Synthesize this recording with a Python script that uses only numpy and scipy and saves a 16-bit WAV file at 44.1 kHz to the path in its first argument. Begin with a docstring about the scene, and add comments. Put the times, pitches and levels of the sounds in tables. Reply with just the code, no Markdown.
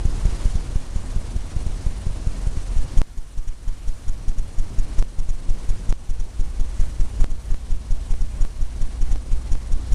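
"""Electrical thumps in a quiet room

Dull thumps, like a brush dabbing paint on canvas, fall on a tenth-of-a-second beat, skipping many beats.
They are electrical bursts leaking into a microphone line: each makes the line sag, with a thin whine and crackle.
Behind them are room rumble, two distant motors, hiss, faint whistles and tiny treble chirps, all from
shaped noise and sine waves. At listed times the level jumps, mostly down, and it creeps back up in between.
"""
import sys
import numpy as np
from scipy import signal
from scipy.io import wavfile

SR = 44100
rng = np.random.default_rng(int(sys.argv[2]) if len(sys.argv) > 2 else 0)


def put_to_file(sound):
    """Save the sound as 16-bit audio at rate SR, in the file named by the first command-line argument."""
    columns = np.atleast_2d(sound).T  # one column per channel
    safe = np.clip(columns, -1, 1)
    whole_steps = np.round(safe * 32767)
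    wavfile.write(sys.argv[1], SR, whole_steps.astype(np.int16))


def decibels_to_gain(level_db):
    """Convert a level in decibels to a linear amplitude gain (20 dB per decade)."""
    exponent = np.asarray(level_db, float) / 20
    return 10 ** exponent


N = 438354  # length of the sound in samples

# Tone colour of the room rumble: (frequency [Hz], relative level [dB per Hz])
RUMBLE_SPECTRUM = [(7.1, -45), (12, -1), (32, 0.5), (43, 1), (64, -11.5), (113, -15), (168, -22),
                   (254, -22.5), (316, -27.5), (662, -37), (900, -37.5), (1170, -42.5), (1980, -120)]
# Tone colour of the hiss: (frequency [Hz], relative level [dB per Hz])
HISS_SPECTRUM = [(290, -8.5), (500, -0.5), (2610, -8.5), (4000, -10), (4280, -8.5), (5270, -11),
                 (5720, -9.5), (7430, -11), (9390, -11), (12900, -24.5), (13400, -45)]
# Resonances of the whine: (frequency [Hz], width [Hz], relative level [dB])
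WHINE_RESONANCES = [(3130, 330, -7), (3500, 190, -6), (5570, 120, 3), (6030, 280, 1), (6500, 250, 0.5),
                    (6850, 170, 6), (8060, 380, -3.5), (8530, 1000, -11), (9580, 450, -5), (10280, 450, -8),
                    (11950, 200, -4.5)]
# Whistles of the electronics, before wavering and switching: (frequency [Hz], peak level [dB])
WHISTLES = [(1125, -67), (2901, -67.5), (4200, -64), (5802, -62.5), (6200, -76), (6318, -66.5), (7401, -87),
            (7768, -64.5), (9600, -60.5), (10800, -74), (12450, -81)]
# Bursts are short at first, one drags on weakly, then they stay long:
# (from time [s], delay [s], length [ms], sag [dB], whine [dB])
BURST_PHASES = [(0, 0.0013, 3.9, -1.5, -0.5), (2.7, -0.0044, 24.5, -7, -7), (2.9, -.0010, 16.6, 0.5, -0.5)]
# Strength added to those of the phases: (time [s], sag [dB], whine [dB])
BURST_STRENGTH = [(0, 4.5, 5.5), (1.4, -1, -2.5), (2.6, 1, -3), (2.95, -1.5, 1.5), (3.3, -2.2, 2.5),
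                  (4.2, -2.2, 0.5), (6.5, -1.6, -0.5), (9.94, -2.8, -1.5)]
# Sudden steps of the microphone chain's level: (time [s], change [dB])
LEVEL_STEPS = [(3.0168, -13.5), (4.3177, -1.5), (4.99, 1.4), (5.0256, -7), (5.7223, -1), (5.926, -7),
               (6.837, -1.5), (7.2079, 1.7), (7.2432, -7), (7.544, -2.47), (8.1397, -1.88), (8.4507, -3.5),
               (9.1591, -3.5), (9.5535, -2.5)]
# Swell of rumble and hiss at the start: (time [s], change [dB])
START_SWELL = [(0, 1.2), (.35, 4), (.75, -0.05), (2.9, -0.16)]
# Growth of the motor hum, before its wavering: (time [s], level [dB])
HUM_GROWTH = [(0, -61), (4, -55), (5.2, -51), (6.6, -30), (8, -32), (9.94, -28)]

CLOCK_HZ, CLOCK_START_S = 19.862, 0.0445  # work-and-rest cycle of the electronics
# A burst is due at a steady pace but waits for the next beat (two clock cycles).
# So gaps are two beats, now and then one.
DUE_EVERY_BEATS, DUE_LEAD_BEATS = 1.8065, 0.435
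AFTER_CLOCK_S, SCATTER_S = 0.0067, 0.0009
LENGTH_SCATTER, SAG_SCATTER_DB, WHINE_SCATTER_DB = 0.06, 0.6, 0.7  # length as a fraction
SOON_AFTER_DB = -0.8  # change of sag for a burst only one beat after another
CLIMB_DB_PER_S, CEILING_DB = 7, 4.5
HEADROOM = 1.74  # rounded peaks stay below this
TOP_HZ = 10660  # treble roll-off of the converter
OFFSET = 0.008  # constant shift of the wave


def rms_one(x):
    """Scale a signal so that its rms is 1."""
    return x / np.sqrt(np.mean(x ** 2) + 1e-20)


def lag(x, ms):
    """Follow a signal sluggishly: a one-pole low-pass with a time constant in ms."""
    r = np.exp(-1000 / (ms * SR))
    return signal.lfilter([1 - r], [1, -r], x)


def drift(rate):
    """Slow random wandering of rms 1; a higher rate [Hz] wanders faster."""
    # Worked out at every 40th sample, then joined by straight lines
    r = np.exp(-80 * np.pi * rate / SR)
    noise = rng.standard_normal(N // 40 + 2002)
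    slow = signal.lfilter([1], [1, -2 * r, r * r], noise)[2000:]
    return np.interp(np.arange(N) / 40, np.arange(len(slow)), rms_one(slow))


def coloured(spectrum, patchy_db, rate, shared=0.87):
    """Noise of rms 1 built from bands, each with its own level and flicker plus a shared flicker."""
    hz, db = np.transpose(spectrum)
    bands = int(2.5 * np.log2(hz[-1] / hz[0]))  # about 2.5 bands per octave
    edges = np.geomspace(hz[0], hz[-1], bands + 1)
    white = rng.standard_normal((2, N + SR))  # the first second lets the filters settle
    together = drift(rate)
    out = 0
    for k, (low, high) in enumerate(zip(edges, edges[1:])):
        band_filter = signal.butter(2, [low, high], "band", fs=SR, output="sos")
        band = signal.sosfilt(band_filter, white[k % 2])[SR:]
        level_db = np.interp(np.log(low * high) / 2, np.log(hz), db)
        flicker_db = patchy_db * (shared * together + drift(rate))
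        out = out + band * decibels_to_gain(level_db + flicker_db)
    return rms_one(out)


def clock():
    """The electronics work half of each clock cycle and rest in the other: 1 or 0, edges rounded."""
    t = np.arange(N) / SR
    working = (t - CLOCK_START_S) * CLOCK_HZ % 1 < 0.5
    return lag(working, 0.57)


def swell_db():
    """Shared rise and fall of rumble and hiss in dB."""
    return np.interp(np.arange(N) / SR, *np.transpose(START_SWELL))


def room_rumble():
    """Low rumble of the room: flickering bass noise."""
    noise = coloured(RUMBLE_SPECTRUM, patchy_db=0.88, rate=13.8, shared=1.55)
    return decibels_to_gain(-31 + swell_db()) * noise


def wavering_sine(hz, level_db):
    """A sine wave whose pitch and level may change from sample to sample."""
    return decibels_to_gain(level_db) * np.sin(2 * np.pi * np.cumsum(hz) / SR)


def motors():
    """Two distant motors: a hum that grows and a steadier drone, both wavering in pitch and level."""
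    growth_db = np.interp(np.arange(N) / SR, *np.transpose(HUM_GROWTH))
    hum = wavering_sine(56.8 + 0.95 * drift(1.67), growth_db + 1.5 * drift(1.9))
    drone = wavering_sine(87.8 + 0.883 * drift(1.67), -44 + 3.5 * drift(3.7))
    return hum + drone


def microphone_hiss():
    """Hiss of the microphone: treble noise, a little louder while the electronics work."""
    level_db = -51.5 + swell_db() + 1.2 * clock()
    return decibels_to_gain(level_db) * coloured(HISS_SPECTRUM, patchy_db=0.9, rate=15)


def converter_hiss():
    """The converter's own hiss: the same tone colour with a slower, deeper flicker."""
    return decibels_to_gain(-56) * coloured(HISS_SPECTRUM, patchy_db=1.5, rate=4.7)


def whistles():
    """Faint tones of the electronics, switched by the clock and wavering in strength."""
    t = np.arange(N) / SR
    lines = 0
    for hz, db in WHISTLES:
        strength = decibels_to_gain(db + 0.54 * drift(12))
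        phase = 2 * np.pi * (hz * t + rng.random()) + 0.42 * drift(40)
        lines = lines + strength * np.sin(phase)
    return lines * clock()


def chirps(base_db=-52, size_db=1.5, count=320):
    """Tiny treble sweeps of a few milliseconds, up or down, around the working half of the clock cycle."""
    out = np.zeros(N + SR)
    for when, phase, pitch, sweep, length, size in rng.random((count, 6)):
        cycle = int(when * N / SR * CLOCK_HZ)
        start = int((CLOCK_START_S + (cycle + 0.57 * phase - 0.1) / CLOCK_HZ) * SR)
        n = int((0.00305 + 0.0042 * length) * SR)
        octaves = 1.9 * (sweep - 0.35) * np.linspace(-0.5, 0.5, n)
        hz = (5500 + 6000 * pitch) * 2 ** octaves
        tone = np.hanning(n) * np.sin(2 * np.pi * np.cumsum(hz) / SR)
        out[start:start + n] += decibels_to_gain(base_db + size_db * np.log(size + 0.054)) * tone
    return out[:N]


def bursts():
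    """Start [s], length [ms], sag [dB] and whine [dB] of each burst; one close after another sags less."""
    beat = np.ceil(np.arange(55) * DUE_EVERY_BEATS - DUE_LEAD_BEATS)
    chance = rng.standard_normal((len(beat), 4))
    start = CLOCK_START_S + AFTER_CLOCK_S + 2 * beat / CLOCK_HZ + SCATTER_S * chance[:, 0]
    since, delay, ms, sag_db, whine_db = np.array(BURST_PHASES).T
    k = np.clip(np.searchsorted(since, start) - 1, 0, None)  # phase of each burst
    start = start + delay[k]
    at, sag_curve, whine_curve = np.transpose(BURST_STRENGTH)
    soon = np.diff(beat, prepend=-2) == 1
    length_ms = ms[k] * (1 + LENGTH_SCATTER * chance[:, 1])
    sag = sag_db[k] + np.interp(start, at, sag_curve)
    sag = sag + SOON_AFTER_DB * soon + SAG_SCATTER_DB * chance[:, 2]
    whine_level = whine_db[k] + np.interp(start, at, whine_curve)
    whine_level = whine_level + WHINE_SCATTER_DB * chance[:, 3]
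    return start, length_ms, sag, whine_level


def gate(start, ms, db):
    """On while a burst lasts, at the height given for each burst."""
    edges = np.zeros(N + SR)
    np.add.at(edges, (start * SR).astype(int), decibels_to_gain(db))
    np.add.at(edges, ((start + ms / 1000) * SR).astype(int), -decibels_to_gain(db))
    return np.cumsum(edges)[:N]


def throb(start, depth, hz=162, first_s=0.0058):
    """The current inside a burst comes in packets, counted from its start."""
    t = np.arange(N) / SR
    latest = np.clip(np.searchsorted(start, t) - 1, 0, None)
    since = t - start[latest]
    return 1 + np.clip(depth, 0, 1) * np.cos(2 * np.pi * hz * (since - first_s))


def crackle(start, busy):
    """Broad rough noise that throbs and fades in and out with each burst."""
    band = signal.butter(1, [250, 5000], "band", fs=SR, output="sos")
    noise = rms_one(signal.sosfilt(band, lag(rng.standard_normal(N), 0.2)))
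    return decibels_to_gain(-49) * noise * throb(start, depth=0.4) * lag(busy, 1.2)


def whine(start, busy):
    """Noise rings in narrow treble resonances, throbbing, and fades in and out with each burst."""
    white = rng.standard_normal(N)
    out = 0
    for k, (hz, width, db) in enumerate(WHINE_RESONANCES):
        r = np.exp(-np.pi * width / SR)
        ring = signal.lfilter([1, 0, -1], [1, -2 * r * np.cos(2 * np.pi * hz / SR), r * r], white)
        out = out + (-1) ** k * decibels_to_gain(db) * (1 - r * r) * ring  # neighbours have opposite signs
    return decibels_to_gain(-44) * rms_one(out) * throb(start, depth=0.3) * lag(busy, 2.8)


def thumps(drain, supply_ms=9.5, edge_ms=0.22, coupling_hz=4.0, damping=1.15):
    """The line sags through a smoothing filter; coupling capacitors make it overshoot on the way back."""
    sag = -lag(lag(drain, supply_ms), edge_ms)
    w = 2 * np.pi * coupling_hz
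    high_pass = signal.bilinear([1, 0, 0], [1, 2 * damping * w, w * w], SR)
    return signal.lfilter(*high_pass, sag)


def stepping_gain():
    """The level climbs steadily up to a ceiling; each listed step moves it at once."""
    s, db = np.transpose(LEVEL_STEPS)
    change = np.full(N, CLIMB_DB_PER_S / SR)
    np.add.at(change, (s * SR).astype(int), db)
    free = np.cumsum(change)
    return decibels_to_gain(CEILING_DB + free - np.maximum.accumulate(free))


def scene():
    """Everything on the microphone line, as one channel."""
    start, ms, sag_db, whine_db = bursts()
    busy = gate(start, ms, whine_db)
    background = room_rumble() + motors() + microphone_hiss() + chirps()
    burst_sound = crackle(start, busy) + whine(start, busy) + thumps(gate(start, ms, sag_db))
    return (background + burst_sound)[None]


def band_limit(x):
    """A steep low-pass at the top of the band."""
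    return signal.sosfilt(signal.butter(12, 13580, fs=SR, output="sos"), x)


def record(dry):
    """Stepping level, rounded peaks and the converter's treble roll-off, then hiss, whistles and offset."""
    gain = stepping_gain()
    rounded = HEADROOM * np.tanh(dry * gain / HEADROOM)
    line = signal.sosfilt(signal.butter(6, TOP_HZ, fs=SR, output="sos"), rounded)
    own_noise = converter_hiss() + whistles() * np.sqrt(gain)  # whistles follow half the dB steps
    return band_limit(line + own_noise + OFFSET)


dry = scene()
out = record(dry)
put_to_file(out)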